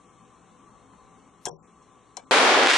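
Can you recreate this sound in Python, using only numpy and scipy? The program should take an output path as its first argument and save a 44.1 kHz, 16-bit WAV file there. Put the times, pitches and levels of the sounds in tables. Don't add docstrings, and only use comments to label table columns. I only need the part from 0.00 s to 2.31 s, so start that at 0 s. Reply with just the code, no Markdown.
import sys
import numpy as np
from scipy import signal
from scipy.fft import rfft, irfft, next_fast_len
from scipy.io import wavfile
from scipy.ndimage import map_coordinates

SR = 44100
rng = np.random.default_rng(int(sys.argv[2]) if len(sys.argv) > 2 else 0)


def rack_gain(trim_db):
    fader = np.asarray(trim_db, float)
    return 10 ** (fader / 20)


def persist_wave(psi):
    counts = np.round(np.clip(psi, -1, 1) * 32767).astype(np.int16)
    wavfile.write(sys.argv[1], SR, np.atleast_2d(counts).T)


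N = 101871

# f/Hz, density/dB per Hz
AIR_SPECTRUM = [(15, -41.5), (25, -7), (189, -7.5), (415, -5.5), (582, -9), (1140, -6.5), (1510, -16.5),
                (2200, -26), (2860, -43), (4840, -120)]
# f/Hz, width/Hz, level/dB
AIR_PEAKS = [(66, 15, -4.5), (118.1, 18, -2.5), (170, 13.3, 1), (215.6, 72, -4.5), (267.1, 10.1, -1),
             (297.5, 24, -7.5), (345, 30, -7), (419.5, 30, -4.5), (497.4, 10, -2.5), (800, 140, -15),
             (1042, 56, -5), (1142.6, 27.5, 0), (1267, 110, -14.5)]
# f/Hz, density/dB per Hz
HISS_SPECTRUM = [(900, -13), (1500, 3.5), (4200, -1), (5000, -10.5), (5700, -1.5), (8100, -1), (10500, -12),
                 (11500, -59)]
# f/Hz, likeness/1
LIKENESS = [(25, .1), (60, 0.16), (200, 0.95), (1000, 0.77), (2000, 0.6), (4500, 1), (5500, 0.2),
            (9000, 0.33)]
# f/Hz, level/dB
LEAN = [(40, 5), (200, 3.5), (600, 7), (1100, 4.5), (2000, 4), (4000, 8.5), (6000, 6.5), (10000, 6)]
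# order/1, level/dB
MOTOR_ORDERS = [(6, -71.5), (7, -81), (8, -70), (9, -67), (10, -73.5), (11, -82.5), (17, -80)]
# f/Hz, t60/s
DESK_DECAY = [(200, 0.22), (1000, 0.13), (4000, 0.04), (10000, 0.027)]
# f/Hz, level/dB
PORT = [(100, 0), (11000, 0), (12500, -8), (15500, -16), (17500, -45)]
# f/Hz, level/dB
CRACK = [(1500, -28), (3500, -17), (4700, -33), (5400, 1.5), (8000, -4), (10500, -24), (12000, -30),
         (16500, -50)]
# f/Hz, level/dB, t60/s
HOUSING = [(158.8, 0.5, .3), (397, 0.5, .06), (265, 0, .15), (473, -1.5, .1), (557, 9, 0.048),
           (726, 2.5, 0.08), (775, 3.5, 0.047), (914, 0, .08), (950, 2.5, 0.054), (1006, 0, .09),
           (1250, -20.5, 0.12), (1600, 7, .04)]
# f/Hz, level/dB, t60/s
BLADE = [(1460, -22, .06), (2331, 2, 0.062), (3380, -8, 0.059), (4150, -3, 0.06), (5500, 5, 0.012),
         (1880, -14, .08), (3010, -12, .1), (6230, -20, 0.091), (6390, -30, 0.054), (7240, 3, 0.025),
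         (7750, -16, 0.068), (7967, -16, .05), (8840, -16, 0.021), (10400, -34, .04)]
# f/Hz, level/dB, t60/s
WAFER = [(1480, -2, .07), (2261, -10.5, 0.047), (2580, -18.5, 0.18), (3273, -0.5, 0.036), (4210, -3.5, .02),
         (5374, -5, .03), (5600, -11, 0.18), (5860, -20, 0.14), (6330, -2.5, 0.033), (7280, -2, 0.04),
         (8100, -6, 0.03), (8950, -1, 0.03), (9340, -7.5, 0.028), (9850, 3, 0.016)]
# f/Hz, level/dB, t60/s
WAFER_MORE = [(7040, -18, .06), (7550, -10, .06), (7833, -4, .05), (8420, -2, .04), (10060, 2, .025)]
# t/s, crack level/dB, ring level/dB, favoured f/Hz, reach/octaves
TOUCHES = [
    (1.8258, -50, -52, 6000, 0.3),
    (0.9355, -72, -38, 1150, 0.16),
    (1.97, -78, -49.5, 810, 0.16),
    (2.235, -80, -42, 250, .25),
]
# t/s, crack level/dB, ring level/dB, favoured f/Hz, reach/octaves
LEVER = [
    (2.1697, -19.5, -25.5, 5770, 0.9),
    (2.1712, -35, -35.5, 800, 0.21),
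    (2.1730, -41, -35, 5400, 0.97),
    (2.1752, -50, -35.5, 835, 0.16),
    (2.1815, -61, -40.5, 574, 0.34),
    (2.1935, -55, -42, 3000, .7),
    (2.1985, -55, -49, 800, 0.24),
]
# t/s, crack level/dB, ring level/dB, favoured f/Hz, reach/octaves
SNAP = [(1.4554, -10.5, -23.5, 6280, 0.85), (1.4543, -40, -31, 7500, .3), (1.4569, -30, -29, 7500, .3),
        (1.4575, -57, -31, 1050, 0.4), (1.4612, -49.5, -24, 4770, 1), (1.4675, -47.5, -23.5, 722, 0.067),
        (1.4700, -34.5, -24.5, 5600, 0.36), (1.4630, -51.5, -29, 3260, 0.33), (1.4710, -59, -23, 3300, 0.2),
        (1.4670, -60, -32, 8950, .08), (1.4720, -60, -29, 7900, .1), (1.4660, -60, -33, 1560, .15),
        (1.4721, -53.5, -21, 443, 0.26), (1.4815, -55, -32.5, 930, 0.27), (1.4840, -45, -29, 6600, 0.3),
        (1.4850, -60, -29, 8420, .08), (1.4940, -63.5, -31, 680, 0.21), (1.4560, -69, -43, 157, .3),
        (1.5100, -70, -37, 159, .3), (1.5150, -58.5, -46, 506, 0.26), (1.5310, -73, -38, 420, 0.4)]
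# f/Hz, share lost in mid/1, share lost in side/1
FLICKER = [(1100, 0, 0), (1600, .03, .5), (3000, .2, .75), (4300, .5, .85), (4550, .92, .97),
           (5350, .96, .97), (5520, .02, .05), (9200, .03, .1), (9700, .6, .7), (10200, .93, .97)]
# start t/s, end t/s, low f/Hz, high f/Hz
DROPOUTS = [(1.39, 1.452, 13000, 22000), (1.444, 1.449, 8500, 11500), (1.458, 1.5, 12400, 22000),
            (1.468, 1.5, 10600, 22000), (1.476, 1.5, 9100, 22000), (1.471, 1.5, 1950, 2450),
            (1.481, 1.5, 1900, 3000), (1.471, 1.5, 3750, 5000), (1.492, 1.5, 8200, 22000),
            (1.4955, 1.627, 1450, 22000), (1.513, 1.582, 1150, 1600), (1.62, 1.672, 2900, 5300),
            (1.62, 1.66, 9000, 16000), (2.247, 2.272, 1650, 3750), (2.25, 2.268, 6200, 6900),
            (2.235, 2.31, 4500, 5400), (2.205, 2.27, 8900, 22000), (2.27, 2.31, 9300, 22000),
            (2.14, 2.215, 11200, 22000), (2.18, 2.215, 10500, 22000)]
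# start t/s, end t/s, low f/Hz, high f/Hz
SPARED = [
    (1.509, 1.57, 5250, 6200),
    (1.585, 1.63, 7000, 7700),
]

AIR_DB, PEAKS_DB, HISS_DB = -62.5, -58.5, -65
MOTOR_HZ, MOTOR_DRIFT, MOTOR_FLUTTER_DB = 128.6, .0008, 3
LEFT_DB, LEVER_LEFT_DB, DESK_DB, LAG_S = 3.4, 1.2, -8.5, 1.5e-5
RISE_CYCLES, THUD_DB, THUD_CYCLES = .4, 4, 6
ROUGH_RAD, ROUGH_PER_S = .8, 150
SIZZLE_DB, SIZZLE_T60_S = -30.5, 0.12
SCRAPE_START_S, SCRAPE_RISE_S, SCRAPE_DB, SCRAPE_EDGE_HZ = 1.412, .03, -57, 3500
SNAP_S = SNAP[0][0]
FLICKER_S, FLICKER_BAND_HZ, QUIET_DB, LOST_DB = .06, 129, 5, -60
DUCK_S, DUCK_DB, DUCK_BACK_S = 1.3, -2, 0.94
SIDES = np.array([[1], [-1]])


def unit(x):
    return x / np.sqrt(np.mean(x ** 2) + 1e-20)


def along(points, hz):
    f, v = np.transpose(points)
    return np.interp(np.log(hz + 1), np.log(f + 1), v)


def wobble(rate_hz):
    knots = rng.standard_normal(int(N * rate_hz / SR) + 4)
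    return map_coordinates(knots, [np.arange(N) * rate_hz / SR])


def filtered(x, response):
    n = x.shape[-1]
    m = next_fast_len(n + 8192)
    return irfft(rfft(x, m) * response(np.fft.rfftfreq(m, 1 / SR)), m)[..., :n]


def rush(gain):
    def mid_side_gain(hz):
        turn_rad = np.arccos(np.clip(along(LIKENESS, hz), -1, 1)) / 2
        return gain(hz) * np.array([np.cos(turn_rad), np.sin(turn_rad)])

    mid, side = filtered(rng.standard_normal((2, N)), mid_side_gain)
    stereo = np.array([mid + side, mid - side])
    return unit(filtered(stereo, lambda hz: rack_gain(along(LEAN, hz) * SIDES / 2)))


def microphone_hiss():
    return rack_gain(HISS_DB) * rush(lambda hz: rack_gain(along(HISS_SPECTRUM, hz)))


def room_air():
    def peaks(hz):
        power = sum(rack_gain(2 * db) / (1 + (2 * (hz - centre) / width) ** 4) for centre, width, db in AIR_PEAKS)
        return np.sqrt(power)

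    broad = rack_gain(AIR_DB) * rush(lambda hz: rack_gain(along(AIR_SPECTRUM, hz)))
    narrow = rack_gain(PEAKS_DB) * rush(peaks)
    return (broad + narrow) * rack_gain(0.88 * wobble(1.4))


def motor():
    phase = 2 * np.pi * MOTOR_HZ * np.cumsum(1 + MOTOR_DRIFT * wobble(3.14)) / SR
    whine = np.zeros(N)
    for order, db in MOTOR_ORDERS:
        level = rack_gain(db + 1.5 + MOTOR_FLUTTER_DB * wobble(8.3))
        whine += level * np.sin(np.round(order) * phase + rng.uniform(0, 2 * np.pi))
    return whine * rack_gain(2.2 * SIDES)


def desk(x):
    hz, t, z = signal.stft(rng.standard_normal((2, SR // 2)), SR, nperseg=256)
    decay = rack_gain(-60 * t / along(DESK_DECAY, hz)[:, None])
    tail = signal.istft(z * decay, SR, nperseg=256)[1]
    return signal.fftconvolve(x[None], tail / np.linalg.norm(tail[0]), axes=1)[:, :N]


def ring(modes, t, tone_hz, reach):
    hz, db, t60 = np.transpose(modes)[..., None]
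    knots = rng.standard_normal((len(modes), int(t[-1] * ROUGH_PER_S) + 2))
    drift = np.array([np.interp(t * ROUGH_PER_S, np.arange(len(k)), k - k[0]) for k in knots])
    loose = ROUGH_RAD * drift * (hz > 2000)
    detuning_db = -6 * (np.log2(hz / tone_hz) / reach) ** 2
    level_db = db + detuning_db + 2 * knots[:, :1] - 60 * t / t60
    near = level_db[:, 0] > -60
    hz, level_db, loose = hz[near], level_db[near], loose[near]
    rise = 1 - np.exp(-t * hz / RISE_CYCLES)
    return np.sum(rack_gain(level_db) * np.sin(2 * np.pi * hz * t + loose) * rise, axis=0)


def contacts(rows, steel):
    out, blows = np.zeros(N + SR), np.zeros(N)
    t = np.arange(SR // 4) / SR
    for s, crack_db, ring_db, tone_hz, reach in rows:
        start = round(s * SR)
        grit = unit(filtered(rng.standard_normal(len(t)), lambda hz: rack_gain(0.45 * along(CRACK, hz))))
        sizzle = rack_gain(crack_db + SIZZLE_DB - 60 * t / SIZZLE_T60_S) * grit
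        thud = ring([(tone_hz, THUD_DB, THUD_CYCLES / tone_hz)], t, tone_hz, reach)
        body = ring(steel + HOUSING, t, tone_hz, reach) + thud
        out[start:start + len(t)] += rack_gain(ring_db - 9) * body + sizzle
        blows[start] += rack_gain(crack_db + 16.5)
    crack = filtered(blows, lambda hz: 1j * rack_gain(along(CRACK, hz)))
    return out[:N] + crack


def tool_touches():
    return contacts(TOUCHES, WAFER)


def scrape():
    before_s = SNAP_S - np.arange(N) / SR
    grit = unit(filtered(rng.standard_normal(N), lambda hz: hz ** 2 / (hz ** 2 + SCRAPE_EDGE_HZ ** 2)))
    active = (before_s > 0) & (before_s < SNAP_S - SCRAPE_START_S)
    return rack_gain(SCRAPE_DB) * grit * np.exp(-np.abs(before_s) / SCRAPE_RISE_S) * active


def lever_click():
    return contacts(LEVER, BLADE) * rack_gain(LEVER_LEFT_DB * SIDES)


def wafer_snap():
    return contacts(SNAP, WAFER + WAFER_MORE)


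def scene():
    lock = wafer_snap() + tool_touches() + scrape() + lever_click()
    lock = lock + rack_gain(DESK_DB) * desk(lock.mean(axis=0))

    def to_ports(hz):
        lag = np.exp(1j * np.pi * hz * LAG_S * SIDES)
        return rack_gain(along(PORT, hz) + LEFT_DB * SIDES) * lag

    return filtered(lock, to_ports) + motor() + room_air() + microphone_hiss()


def flickered(x):
    mid_side = np.array([x[0] + x[1], x[0] - x[1]]) / 2
    hz, t, z = signal.stft(mid_side, SR, nperseg=1024, noverlap=768)
    band = (hz / FLICKER_BAND_HZ).astype(int)
    bands = band.max() + 1
    shifts = rng.random((2, bands, 1))
    luck = rng.random((2, bands, int(t[-1] / FLICKER_S) + 2))
    luck = np.take_along_axis(luck, (t / FLICKER_S + shifts).astype(int), axis=2)[:, band]
    f, *shares = np.transpose(FLICKER)
    band_hz = FLICKER_BAND_HZ * (band + .5)
    share = np.array([np.interp(band_hz, f, s) for s in shares])[..., None]
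    power = np.sum(np.abs(z[0, band > 10]) ** 2, axis=0)
    quiet = power < np.median(power) * rack_gain(2 * QUIET_DB)
    quiet &= (t < SCRAPE_START_S) | (t > SNAP_S)
    kept = z * rack_gain(LOST_DB * ((luck < share) & quiet))
    mid, side = signal.istft(kept, SR, nperseg=1024, noverlap=768)[1][:, :N]
    return np.array([mid + side, mid - side])


def starved(x):
    hz, t, z = signal.stft(x, SR, nperseg=256, noverlap=192)

    def inside(rows):
        hits = np.zeros((len(hz), len(t)), bool)
        for start, end, low, high in rows:
            hits |= (t > start) & (t < end) & (hz[:, None] > low) & (hz[:, None] < high)
        return hits

    lost = inside(DROPOUTS) & ~inside(SPARED)
    return signal.istft(z * rack_gain(LOST_DB * lost), SR, nperseg=256, noverlap=192)[1][:, :N]


def low_pass(x):
    return signal.sosfilt(signal.butter(12, 17500, fs=SR, output="sos"), x)


def record(dry):
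    since_s = np.arange(N) / SR - DUCK_S
    ducked = dry * rack_gain(DUCK_DB * (since_s > 0) * np.exp(-np.abs(since_s) / DUCK_BACK_S))
    mix = starved(flickered(ducked))
    return low_pass(mix)


dry = scene()
out = record(dry)
persist_wave(out)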